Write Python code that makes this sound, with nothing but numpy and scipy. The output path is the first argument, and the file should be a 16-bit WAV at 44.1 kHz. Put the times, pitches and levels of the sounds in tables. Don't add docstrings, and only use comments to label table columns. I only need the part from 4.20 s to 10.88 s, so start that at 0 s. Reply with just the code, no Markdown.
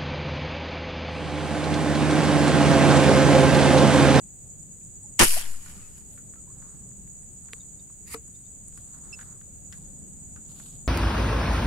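import sys
import numpy as np
from scipy import signal
from scipy.fft import rfft, irfft
from scipy.io import wavfile
from scipy.ndimage import uniform_filter1d

SR = 44100
rng = np.random.default_rng(int(sys.argv[2]) if len(sys.argv) > 2 else 0)


def waveform_to_disk(signal):
    frames = np.transpose(np.atleast_2d(signal))
    scaled = np.clip(frames, -1, 1) * 32767
    samples = np.round(scaled).astype(np.int16)
    wavfile.write(sys.argv[1], SR, samples)


N = 294499

# (frequency [Hz], half-width [Hz], level [dB])
STOCK_MODES = [(330.4, 160, -15), (527, 83, -13), (686, 140, 2), (945.5, 81, 9), (1165, 56, 6.5),
               (1380, 73, 5), (1643, 44, -3), (1774, 86, 2)]


def from_db(db):
    return 10 ** (np.asarray(db) / 20)


def rms_one(x):
    return x / np.sqrt(np.mean(x ** 2) + 1e-20)


def in_time(rows):
    return np.interp(np.arange(N) / SR, *np.transpose(rows))


def at_hz(points, hz):
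    freqs, values = np.transpose(points)
    return np.interp(np.log(hz), np.log(freqs), values)


def bin_hz():
    return np.maximum(np.fft.rfftfreq(N, 1 / SR), 1)


def drift(rate_hz):
    r = np.exp(-80 * np.pi * rate_hz / SR)
    slow = signal.lfilter([1], [1, -2 * r, r * r], rng.standard_normal(N // 40 + 2002))[2000:]
    return np.interp(np.arange(N) / 40, np.arange(len(slow)), rms_one(slow))


def resonate(x, hz, *widths):
    for width in widths:
        r = np.exp(-np.pi * width / SR)
        gain = (1 - r * r) / 2
        x = signal.lfilter([gain, 0, -gain], [1, -2 * r * np.cos(2 * np.pi * hz / SR), r * r], x + 1e-18)
    return x


def colour(x, spectrum):
    return rms_one(irfft(rfft(x) * from_db(at_hz(spectrum, bin_hz())), N))


def grains(per_s, spread_db, alike):
    sizes = from_db(spread_db * np.minimum(rng.exponential(1, (3, N)), 5)) * rng.choice([-1, 1], (3, N))
    clicks = sizes * (rng.random((3, N)) < per_s / SR)
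    return np.sqrt(alike) * clicks[0] + np.sqrt(1 - alike) * clicks[1:]


def sides(pan_db):
    return from_db(np.array([[.5], [-.5]]) * pan_db)


def add_at(out, s, sound):
    out[:, round(s * SR):][:, :sound.shape[-1]] += sound


def swells(rows):
    t, power = np.arange(N) / SR, 0
    for s, rise, hold, fall, *levels_db in rows:
        shape_db = -rise * np.maximum(s - t, 0) - fall * np.maximum(t - s - hold, 0)
        power = power + from_db(np.c_[levels_db]) ** 2 * from_db(np.maximum(shape_db, -150)) ** 2
    return np.sqrt(power)


def patchy(x, rate_hz, depth_db=1.5):
    spectra, out = rfft(x), 0
    position = np.clip(2 * np.log2(bin_hz() / 350), 0, 11)
    for band in range(12):
        share = np.clip(1 - np.abs(position - band), 0, 1)
        out = out + from_db(depth_db * drift(rate_hz)) * irfft(spectra * share, N)
    return out


def insects(count, click_hz=257.3, throb_hz=10):
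    # (frequency [Hz], width [Hz], level [dB])
    tymbals = [(6993, 460, 3), (7970, 920, 0.5)]
    # (time [s], level [dB])
    levels = [(0.0, -46), (1.1, -44.5), (1.5, -47), (2.8, -45.5), (3.3, -45), (4.1, -46.5), (4.9, -44.5),
              (5.3, -46.5), (6.68, -45)]
    out = np.zeros((2, N))
    throbs = [2 * np.pi * throb_hz * np.cumsum(1 + 0.15 * drift(1.9)) / SR for _ in tymbals]
    for k, (pace, lag, tune) in enumerate(rng.standard_normal((count, 3))):
        kind = k // 2 % 2
        hz, width, db = tymbals[kind]
        beats = np.cumsum(click_hz * (1 + 0.099 * pace + 0.075 * drift(30))) / SR
        clicks = np.diff(np.floor(beats), prepend=0) * (1 + .4 * rng.standard_normal(N))
        gain = from_db(db + 1.7 * np.sin(throbs[kind] + lag / 2) + 3.4 * drift(35))
        own_ring = resonate(clicks, hz + .4 * width * tune, 260)
        out[k % 2] += gain * resonate(own_ring, hz, width)
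    shrill_band = signal.butter(3, [6200, 8850], "band", fs=SR, output="sos")
    return from_db(in_time(levels)) * rms_one(signal.sosfilt(shrill_band, out))


def wind():
    # (frequency [Hz], level [dB])
    spectrum = [(12, -32), (20, -0.5), (60, -1), (123, -4.5), (151, -3), (199, -6.5), (248, -13),
                (300, -16), (670, -27.5), (718, -25), (1200, -49.5), (1560, -45), (2640, -120)]
    # (frequency [Hz], correlation [0-1])
    likeness = [(40, 0.038), (130, 1), (290, 0.4), (640, 0.16), (3000, 0.064)]
    # (time [s], level [dB])
    levels = [(0.0, -49), (1.08, -49.5), (1.45, -49), (1.92, -48), (3.16, -49), (4.22, -50), (4.89, -47),
              (5.24, -49), (5.67, -45), (6.0, -47.5), (6.68, -47)]
    out, gust, lumps = 0, drift(4), drift(10.5)
    edges_hz = 18 * 2 ** np.arange(0, 7, .5)
    white = rng.standard_normal((2, 2, N))
    for k, (low, high) in enumerate(zip(edges_hz, edges_hz[1:])):
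        band = signal.butter(2, [low, high], "band", fs=SR, output="sos")
        mid, side = signal.sosfilt(band, white[k % 2])
        hz = np.sqrt(low * high)
        alike = at_hz(likeness, hz)
        gain = from_db(at_hz(spectrum, hz) + 0.5 * gust + 0.75 * lumps + 1.5 * drift(3.2))
        out = out + gain * (np.sqrt(1 + alike) * mid + np.sqrt(1 - alike) * side * [[1], [-1]])
    return from_db(in_time(levels)) * rms_one(out)


def far_hiss(level_db=-58.5):
    # (frequency [Hz], level [dB])
    spectrum = [(300, -40.5), (500, -19.5), (800, -11), (1500, -6.5), (2800, -7.5), (5800, -13), (9200, -2),
                (11100, -2), (12500, -8.5), (13900, -4), (15700, -12), (16500, 2.5)]
    return from_db(level_db + 0.28 * drift(11)) * colour(grains(8000, 1.5, 0.083), spectrum)


def ticks(rise_s=.0018, bright_share=.45):
    # (time [s], level [dB], main ring [Hz], upper rings [dB], edge [dB], scratch decay [s], pan [dB])
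    touches = [(0.613, -59, 2300, -1, -20, 0.015, 2), (1.461, -41, 1370, -21, 1, 0.011, -6),
               (1.7808, -51.5, 1405, 4, 14, 0.0047, 2), (1.976, -44.5, 1458, -17, -15, 0.016, 2),
               (2.136, -47, 1370, -16, 0, 0.01, 1), (2.157, -49.5, 1325, -24.5, -1, 0.0034, 3.5),
               (2.423, -45, 1220, -19.5, -11, 0.007, 1), (2.715, -53.5, 1490, -8.5, -9, 0.003, -0.5),
               (2.8754, -53, 1680, -12, -18.5, 0.0017, 5), (3.03, -57, 1975, -12, -20, 0.008, 0),
               (3.2861, -46, 1530, -19, -16, 0.0089, -5), (3.3302, -41, 3370, -8, 4, 0.00075, -5),
               (3.3326, -23, 2040, -5, -5.5, 0.0011, 3.5), (3.387, -57.5, 1130, -1, 17, .005, 2),
               (3.7, -51.5, 1140, -3, 1.5, 0.0058, -1), (3.9428, -56, 1520, -16, 1, 0.001, -4),
               (3.9468, -36.5, 1110, -28, -15, 0.0039, 15), (4.0797, -56, 1000, -9, 21, 0.0049, 0.5),
               (4.4817, -59, 991, -12.5, 29, 0.005, -11.5), (4.527, -56.5, 1384, 9, -5, .0034, 0.5),
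               (4.575, -41.5, 1290, 4, 8, 0.011, 0), (4.9894, -36.5, 1420, 1, -33, 0.014, 2),
               (5.0112, -38, 1600, 3, -12, 0.0092, -3), (5.028, -40, 1390, -14.5, 0, 0.0042, -3.5),
               (5.213, -47.5, 1618, 6, -9, 0.0069, 1), (5.5249, -41.5, 1630, 12.5, -13, 0.019, 3),
               (5.53, -40.5, 1696, 7, -27.5, 0.0051, -11), (6.1611, -43.5, 1381, 3, -17, 0.019, -1),
               (6.399, -40.5, 1330, 1, -3.5, 0.0077, -7.5)]
    # (frequency [ratio], level [dB])
    overtones = [(.45, -2.5), (1.751, 8), (2.6, -6), (3.4, 2.5)]
    out, t = np.zeros((2, N)), np.arange(3000) / SR
    for s, level_db, hz, upper_db, edge_db, scratch_s, pan_db in touches:
        burst = rng.standard_normal((2, len(t))) * np.exp(-t / scratch_s) * np.minimum(t / rise_s, 1)
        burst[:, round(.001 * SR)] = 12
        bright = burst * np.exp(-t / scratch_s * (1 / bright_share - 1))
        width = np.hypot(480, 1.2 / scratch_s)
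        body = resonate(burst, hz, width, 3.24 * width)
        upper = sum(from_db(db) * resonate(bright, hz * ratio, ratio * width) for ratio, db in overtones)
        edge = resonate(bright, 9540, 2300, 2300, 4600)
        parts = [(body, 0), (upper, upper_db), (edge, edge_db)]
        tick = sum(from_db(db) * part / np.abs(part).max() for part, db in parts)
        add_at(out, s, from_db(level_db) * tick * sides(pan_db))
    return out


def plops():
    # (time [s], start pitch [Hz], end pitch [Hz], length [s], level [dB])
    bubbles = [(0.837, 810, 870, 0.03, -56.5), (1.162, 524, 866, 0.022, -31.5),
               (1.579, 1254, 1140, 0.024, -59), (1.601, 1166, 1355, 0.057, -67),
               (1.614, 2590, 2550, 0.066, -63), (1.646, 1288, 1200, 0.049, -66),
               (2.152, 1317, 1330, 0.05, -61.5), (2.272, 895, 1090, 0.013, -57.5),
               (2.293, 980, 1130, 0.016, -59.5)]
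    out = np.zeros((2, N))
    for s, start_hz, end_hz, length, level_db in bubbles:
        progress = np.arange(round(length * SR)) / (length * SR)
        phase = 2 * np.pi * np.cumsum(start_hz + (end_hz - start_hz) * progress) / SR
        add_at(out, s, from_db(level_db) * np.sin(np.pi * progress) * np.sin(phase))
    return out


def shot(shared_bass_hz=86.6):
    # (time [s], rise [dB/s], hold [s], fall [dB/s], thud [dB], stock [dB], slap [dB], whip [dB])
    stages = [(0.993, 9000.5, 0.0071, 2501, -43, -21, -8.5, -21),
              (1.001, 4002, 0.03, 750.5, -17, -15, -13.5, -27),
              (1.035, 906, 0.013, 340, -52, -36, -18.5, -19),
              (1.075, 600.5, 0.04, 196, -68, -49.5, -34, -27.5),
              (1.127, 300, 0.054, 330, -67.5, -45.5, -36, -30),
              (1.19, 200, 0.025, 498, -64, -49, -38.5, -43), (1.235, 298, 0.012, 79, -69, -50, -45.5, -44),
              (1.475, 147, 0.0095, 48, -69, -58.5, -54, -54),
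              (1.782, 197, 0.0026, 299, -65.5, -65.5, -63.5, -55.5)]
    # (frequency [Hz], level [dB])
    thud_spectrum = [(41, -26.5), (70, -3.5), (220, -4), (318, -1), (509, -9), (561, -19), (700, -11.5),
                     (910, -39.5), (1540, -120)]
    slap_spectrum = [(710, -30.5), (1200, -19.5), (1240, -13), (1480, -6), (2980, -0.5), (3500, -9),
                     (3900, -8.5), (4290, -8), (9000, -2), (11700, -14.5), (13200, -24.5), (14800, -16),
                     (16000, -30.5)]
    whip_spectrum = [(2940, -32.5), (5000, -5), (5730, -10.5), (6130, -22.5), (6660, -8), (7380, -9),
                     (10900, 1.5), (12300, -7), (13200, -16), (15100, -15.5), (16000, -26)]
    # (frequency [Hz], pan [dB])
    balance = [(200, -2.5), (600, 1.5), (1500, -0.5), (5000, 2), (8500, 0), (11500, 3), (15000, 5)]
    thud = colour(grains(830, 1.2, 0.017), thud_spectrum)
    rattle = grains(1500, 1.7, 0.12)
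    stock = rms_one(sum(from_db(db) * resonate(rattle, hz, 2 * half) for hz, half, db in STOCK_MODES))
    slap = colour(grains(4000, 4.7, 0.067), slap_spectrum)
    whip = colour(grains(6700, 4.9, 0.043), whip_spectrum)
    parts = [thud, stock, patchy(slap, rate_hz=36), patchy(whip, rate_hz=53)]
    spectra = rfft(sum(gain * part for gain, part in zip(swells(stages), parts)))
    hz = bin_hz()
    shared = 1 / (1 + (hz / shared_bass_hz) ** 4)
    return irfft((shared * spectra[0] + (1 - shared) * spectra) * sides(at_hz(balance, hz)), N)


def blows(decay_s=0.00076, sharpness=6.2):
    # (time [s], level [dB], crack pitch [Hz], stock against crack [dB], pan [dB])
    hits = [(0.9942, -8.5, 7200, -14, -0.5), (0.9972, -12, 2600, -8, 1), (0.9998, -10.5, 9200, -8, -0.5),
            (1.012, -16, 1500, -3.5, -0.5), (1.0168, -12, 2000, -4, 0.5), (1.0272, -11, 8800, -7.5, -0.5),
            (1.0345, -13, 9500, -8.5, 0), (1.040, -13, 5200, -6, 0), (1.1245, -17, 10500, -14, 0)]
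    out, t = np.zeros((2, N)), np.arange(2000) / SR
    for s, level_db, hz, stock_db, pan_db in hits:
        burst = rng.standard_normal((2, len(t))) * np.exp(-t / decay_s)
        crack = resonate(burst, hz, hz / sharpness)
        wood = sum(from_db(db) * resonate(burst, mode_hz, 2 * half) for mode_hz, half, db in STOCK_MODES)
        blow = crack / np.abs(crack).max() + from_db(stock_db) * wood / np.abs(wood).max()
        add_at(out, s, from_db(level_db) * blow * sides(pan_db))
    return out


def recoil():
    # (time [s], level [dB], frequency [Hz], decay [s], direction [+1 or -1])
    swings = [(1.006, -23, 10.5, 0.057, -1), (1.024, -4.5, 41, 0.0046, -1), (1.063, -10.5, 2.83, 0.13, 1),
              (1.1, -6.5, 0.35, 0.089, -1)]
    out = np.zeros(N)
    for s, level_db, hz, decay, sign in swings:
        t = np.maximum(np.arange(N) / SR - s, 0)
        out += sign * from_db(level_db) * np.sin(2 * np.pi * hz * t) * np.exp(-t / decay)
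    return out * sides(pan_db=4)


def drops(sharpness=22):
    # (time [s], rise [dB/s], hold [s], fall [dB/s], level [dB])
    showers = [(1.12, 400, 0.11, 150, -45.5), (1.3, 200, 0.035, 60, -68), (1.47, 300, 0.0826, 59, -62.5)]
    clicks, pitch_index = grains(300, 3.2, 0.22), rng.integers(0, 16, N)
    rings = sum(resonate(clicks * (pitch_index == k), hz, hz / sharpness) / np.sqrt(hz)
                for k, hz in enumerate(np.geomspace(1300, 5000, 16)))
    return swells(showers)[0] * rms_one(rings)


def brushing():
    # (time [s], rise [dB/s], hold [s], fall [dB/s], low [dB], mid [dB], treble [dB])
    strokes = [(1.923, 204.5, 0.035, 127.5, -75.5, -70.5, -59),
               (2.46, 51.5, 0.026, 71.5, -63, -70.5, -76.5), (3.332, 73, 0.022, 96, -65.5, -68, -67.5),
               (4.56, 401.5, 0.034, 56.5, -70, -67, -62), (4.768, 86.5, 0.36, 89, -64, -73.5, -72),
               (5.015, 64, 0.027, 200, -81, -67, -65.5), (5.525, 396.5, 0.021, 52, -67, -66.5, -63),
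               (6.344, 147.5, 0.13, 89.5, -66, -59.5, -56.5)]
    # (frequency [Hz], width [Hz])
    bands = [(1050, 950), (3300, 3600), (10300, 3700)]
    rub = grains(4000, 3.6, .15) * from_db(2.5 * drift(25))
    return sum(gain * rms_one(resonate(rub, hz, width, width))
               for gain, (hz, width) in zip(swells(strokes), bands))


def knocks():
    # (time [s], level [dB], damping by the grip [factor], brightness [dB/octave])
    hits = [(3.3348, -44, 3.5, 6), (3.946, -32, 1.12, -0.5)]
    # (frequency [Hz], level [dB], 60 dB decay before damping [s])
    hollow = [(293, -7.5, 0.12), (452, 2, 0.11), (700, -13, 0.075), (1140, -9, 0.065)]
    out, t = np.zeros((2, N)), np.arange(3000) / SR
    for s, knock_db, damping, tilt in hits:
        for hz, mode_db, t60 in hollow:
            start_db = knock_db + mode_db + tilt * np.log2(hz / hollow[1][0])
            add_at(out, s, from_db(start_db - 60 * damping * t / t60) * np.sin(2 * np.pi * hz * t))
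    return out


def frogs(chirp_s=0.037, sag=.012, waver=.012, side_ratio=1.27):
    # (time [s], level [dB], pitch [Hz], second harmonic [dB], side tone [dB], pan [dB], roughness [factor])
    calls = [(3.400, -58.5, 3630, -24, -17, 3, 1.6), (3.589, -63, 3640, -22, -8, 4, 1.1),
             (4.142, -64, 3620, -17, -10, 7, 1.1), (4.185, -74.5, 3670, -22, -6, 4, 1),
             (4.251, -66, 3610, -22, -6, 6, 1), (4.926, -39, 2647, -5, -37, -7.5, 0.4)]
    out = np.zeros((2, N))
    age = np.arange(3000) / SR / chirp_s
    progress = np.minimum(age, 1)
    shape = np.sin(np.pi * progress ** .5) ** 2 + .08 * progress * np.exp(-1.5 * age)
    for s, level_db, hz, second_db, side_db, pan_db, rough in calls:
        flutter = rough * 10 * uniform_filter1d(rng.standard_normal(len(age)), size=100)
        phase = 2 * np.pi * np.cumsum(hz * (1 - sag * (age - .4) + waver * flutter)) / SR
        whistle = np.sin(phase) + from_db(second_db) * np.sin(2 * phase)
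        side_tone = from_db(side_db) * flutter * np.sin(side_ratio * phase)
        call = shape * (1 + .35 * flutter) * (whistle + side_tone)
        add_at(out, s, from_db(level_db) * call * sides(pan_db))
    return out


def rasp():
    # (time [s], rise [dB/s], hold [s], fall [dB/s], low [dB], mid [dB], treble [dB])
    drags = [(3.876, 901, 0.0074, 250, -68, -53, -50), (3.916, 498, 0.0091, 604, -51, -48.5, -49),
             (3.928, 499, 0.017, 6004, -68, -44, -37), (3.9445, 2500, .002, 6000, -36, -35, -37),
             (3.954, 900, .012, 700, -55, -59, -56)]
    # (frequency [Hz], width [Hz], level [dB])
    groups = [
        [(1200, 650, 0)],
        [(1990, 750, -1), (3540, 650, -8.5), (4890, 540, -3.5)],
        [(7800, 9300, -8), (9370, 3600, 7), (14800, 2400, -17)],
    ]
    out, grit = 0, grains(6000, 3.2, 0.3)
    for gain, rings in zip(swells(drags), groups):
        ringing = sum(from_db(db) * resonate(grit, hz, width, 2 * width) for hz, width, db in rings)
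        out = out + gain * rms_one(ringing)
    return out


def scene():
    background = far_hiss() + insects(count=32)
    firing = shot() + blows() + recoil()
    lake = drops() + plops() + frogs()
    handling = ticks() + brushing() + knocks() + rasp()
    return background + firing + lake + handling + wind()


def record(dry, ceiling=.85, cutoff_hz=15750):
    rounded = ceiling * np.tanh(dry / ceiling)
    return signal.sosfilt(signal.ellip(10, 1, 70, cutoff_hz, fs=SR, output="sos"), rounded)


dry = scene()
out = record(dry)
waveform_to_disk(out)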